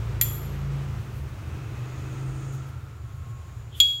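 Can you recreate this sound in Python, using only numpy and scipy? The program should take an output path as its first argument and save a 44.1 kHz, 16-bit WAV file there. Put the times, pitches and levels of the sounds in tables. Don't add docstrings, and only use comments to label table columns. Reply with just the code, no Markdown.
import sys
import numpy as np
from scipy import signal
from scipy.fft import rfft, irfft
from scipy.io import wavfile

SR = 44100
rng = np.random.default_rng(int(sys.argv[2]) if len(sys.argv) > 2 else 0)


def dump(signal):
    limited = np.clip(np.atleast_2d(signal).T, -1, 1)
    pcm = np.round(limited * 32767).astype(np.int16)
    wavfile.write(sys.argv[1], SR, pcm)


N = 176400
T = np.arange(N) / SR
FREQS = np.fft.rfftfreq(N, 1 / SR)


def undb(db):
    return 10 ** (np.asarray(db) / 20)


def unit(x):
    return x / np.sqrt(np.mean(x ** 2))


def curve(rows, column=1):
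    rows = np.array(rows)
    return np.interp(T, rows[:, 0], rows[:, column])


def filtered_noise(gain):
    return unit(irfft(rfft(rng.standard_normal(N)) * gain, N))


def noise(spectrum):
    hz, db = np.array(spectrum).T
    low_cut = np.minimum(FREQS / hz[0], 1) ** 2
    return filtered_noise(undb(np.interp(np.log(FREQS + 1), np.log(hz), db)) * low_cut)


def band(hz, half_width_hz):
    return filtered_noise(1 / (1 + ((FREQS - hz) / half_width_hz) ** 2))


def drift(cutoff_hz):
    return filtered_noise(np.exp(-(FREQS / cutoff_hz) ** 2))


def fade(start, t60):
    return (T >= start) * np.exp(-np.log(1000) * np.clip((T - start) / t60, 0, 10))


def swell(centre, half_width):
    return np.exp(-np.minimum(((T - centre) / half_width) ** 2, 10 ** 2))


def ring(start, hz, db, t60, attack_s=0.00038):
    age = np.maximum(T - start, 0)
    return undb(db) * fade(start, t60) * (1 - np.exp(-age / attack_s)) * np.sin(2 * np.pi * hz * age)


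def traffic():
    # (frequency [Hz], relative density [dB])
    rumble_spectrum = [(20, -35), (35, -24.5), (50, -10.5), (66, -7), (81, 2), (96, -7.5), (116, 2.5),
                       (135, -6.5), (160, -21), (250, -36), (500, -55.5)]
    wash_spectrum = [(120, -7), (200, 0), (268, -4.5), (387, -1.5), (491, -7), (821, -9), (1320, -7.5),
                     (1650, -12.5), (2510, -15), (4950, -25), (6640, -24.5), (10300, -35), (16000, -34)]
    # (time [s], level [dB])
    rumble_levels = [(0, -33.5), (.6, -48.5), (1, -32), (1.4, -35.5), (2.2, -38), (2.8, -39), (3.6, -36.5),
                     (4, -44)]
    wash_levels = [(0, -44), (.8, -44), (1.2, -47.5), (2, -44.5), (2.6, -48), (3, -54), (3.6, -52),
                   (4, -58)]
    # (time [s], half-width [s], frequency [Hz], half-width [Hz], level [dB])
    hisses = [(2.1, 0.37, 6770, 420, -61), (2.505, 0.16, 6800, 610, -57.5), (2.34, .3, 8600, 680, -65),
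              (3.487, 0.62, 7000, 400, -66.5), (2.5, 0.77, 1320, 78, -56), (1.9, .6, 2560, 88, -60)]
    rumble = noise(rumble_spectrum) * undb(curve(rumble_levels) + drift(6.9))
    wash = noise(wash_spectrum) * undb(curve(wash_levels) + .5 * drift(15))
    hiss = sum(undb(db) * swell(at, span) * band(hz, width) for at, span, hz, width, db in hisses)
    return rumble + wash + hiss


def whine():
    hz = 1085 * (1 + .005 * drift(23))
    tone = unit(np.sin(2 * np.pi * np.cumsum(hz) / SR))
    return undb(-59 + 2 * drift(12)) * swell(centre=3.32, half_width=.28) * tone


def motorbike(drive, exhaust, booms):
    firing_hz = curve(drive) * (1 + 0.0019 * drift(8.7))
    phase = 2 * np.pi * np.cumsum(firing_hz) / SR
    hz, db = np.array(exhaust).T
    engine = np.zeros(N)
    for k in range(1, 21):
        boom_db = sum(gain * swell(at, span) for at, span, harmonic, gain in booms if harmonic == k)
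        level_db = np.interp(k * firing_hz, hz, db) + boom_db + 2.1 * drift(2.7)
        engine += undb(level_db) * np.sin(k * phase + 2 * np.pi * rng.random())
    return unit(engine) * undb(curve(drive, column=2))


def motorbikes():
    # (time [s], firing rate [Hz], level [dB])
    idle_drive = [(0, 27.7, -32), (.35, 27.8, -31), (.75, 27.7, -32), (1, 27.5, -37), (1.4, 27.3, -42),
                  (1.8, 27.2, -54)]
    pull_drive = [(1.1, 21.19, -56), (1.35, 21.77, -45.5), (1.6, 23.34, -31.5), (1.85, 25.22, -37),
                  (2.1, 26.25, -33), (2.5, 26.8, -31), (2.7, 26.55, -44), (3.3, 26.6, -48), (4, 26.6, -77)]
    # (frequency [Hz], gain [dB])
    idle_exhaust = [(28, -41.5), (56, 6), (83, 3), (111, 2.5), (139, 2.5), (167, -10.5), (195, -8),
                    (250, -31), (310, -16.5), (395, -18.5), (520, -26.5), (800, -34.5)]
    pull_exhaust = [(26, -24), (52, -13.5), (80, -12.5), (105, -11), (130, 6.5), (160, -16.5), (208, -25),
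                    (255, -33), (315, -13.5), (350, -29), (395, -23.5), (520, -37), (800, -37)]
    # (time [s], half-width [s], harmonic number, gain [dB])
    idle_booms = [(0.204, .25, 4, 8), (.85, 0.37, 5, 7)]
    pull_booms = [(2.25, 0.67, 5, 1.6)]
    idling = motorbike(idle_drive, idle_exhaust, idle_booms)
    return idling + motorbike(pull_drive, pull_exhaust, pull_booms)


def room(x, delay_s=.005):
    white = rng.standard_normal(N)
    low = irfft(rfft(white) * np.exp(-(FREQS / 7000) ** 2), N)
    tail = low * fade(delay_s, t60=0.55) + (white - low) * fade(delay_s, t60=0.58)
    return signal.fftconvolve(x, tail / np.sqrt(np.sum(tail ** 2)))[:N]


def handling():
    # (time [s], half-width [s], level [dB])
    rubs = [(1.17, .05, -60), (2.545, .022, -58), (2.69, .018, -61), (2.85, .02, -68), (3.17, .025, -69),
            (3.783, .027, -50)]
    scrapes = [(3.756, 0.027, -46), (3.792, .018, -60)]
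    # (frequency [Hz], relative density [dB])
    rub_spectrum = [(1500, -11), (4000, -14), (9000, -9), (13000, -6), (15500, -11)]
    glove = noise(rub_spectrum) * sum(undb(db) * swell(at, span) for at, span, db in rubs)
    hinge = band(3260, half_width_hz=260) * sum(undb(db) * swell(at, span) for at, span, db in scrapes)
    return glove + hinge


def lid_cracks():
    # (time [s], kind, level [dB])
    contacts = [(0.2124, "shut", -12.5), (0.2174, "shut", -20.5), (3.8018, "open", -19.5),
                (3.8027, "open", -20), (3.8103, "open", -23)]
    spectra = {"shut": [(300, -30), (1200, -29), (2100, 3), (2650, -3), (3200, -1), (4500, -6.5),
               (8500, -4.5), (10300, -12.5), (12300, 10.5), (13800, -11), (15400, 2)], "open": [(300, -22),
               (1600, -18.5), (2400, 2.5), (3400, 10), (4500, 4.5), (5100, -6), (6900, -3.5), (8200, -9.5),
               (10300, -20.5), (12400, -11), (13600, -11), (14800, -11), (15500, -8)]}
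    return sum(undb(db) * fade(start, t60=0.036) * noise(spectra[kind]) for start, kind, db in contacts)


def lid_bell(hz=3319.5):
    # (time [s], level [dB], t60 [s])
    tones = [(.2125, -47, .8), (3.8015, -11, .62)]
    return sum(ring(start, hz, db, t60) for start, db, t60 in tones)


def lid_clinks():
    # (time [s], kind, direct gain [dB], gain into the room [dB])
    blows = [(0.2126, "shut", -17, -6.5), (3.8012, "open", -13, -10.5)]
    mode_hz = [3314, 3470, 3594, 7106, 7165, 9125, 11490, 11560, 12255, 12565, 12640, 15200]
    # (open level [dB], open t60 [s], shut level [dB], shut t60 [s])
    modes = [(5.5, 0.038, -11, .1), (-9, .12, -36.5, 0.05364), (-24, .24, -41.5, 0.039),
             (-2, 0.08, -14.5, 0.088), (-30, 0.035, 2.5, 0.037), (-16, 0.036, -17, 0.12),
             (-11.5, 0.038, -4.5, 0.07), (-21, .04, -4, 0.072), (-16, .025, -12.5, .04),
             (-8, 0.046, 0.5, .085), (-25, .06, 1.5, 0.11), (-22, .02, -15, .03)]
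    direct, to_room = np.zeros(N), np.zeros(N)
    for start, kind, db, room_db in blows:
        decays = [row[:2] if kind == "open" else row[2:] for row in modes]
        clink = sum(ring(start, hz, db + mode_db, t60) for hz, (mode_db, t60) in zip(mode_hz, decays))
        direct += clink
        to_room += undb(room_db) * clink
    return direct, to_room


def scene():
    bell, cracks = lid_bell(), lid_cracks()
    clinks, clinks_to_room = lid_clinks()
    to_room = undb(-17) * bell + undb(-8) * cracks + clinks_to_room
    street = motorbikes() + traffic() + whine()
    return (bell + cracks + clinks + room(to_room) + handling() + street)[None]


def record(dry, cutoff_hz=15750):
    return signal.sosfilt(signal.ellip(10, .2, 80, cutoff_hz, fs=SR, output="sos"), dry)


dry = scene()
out = record(dry)
dump(out)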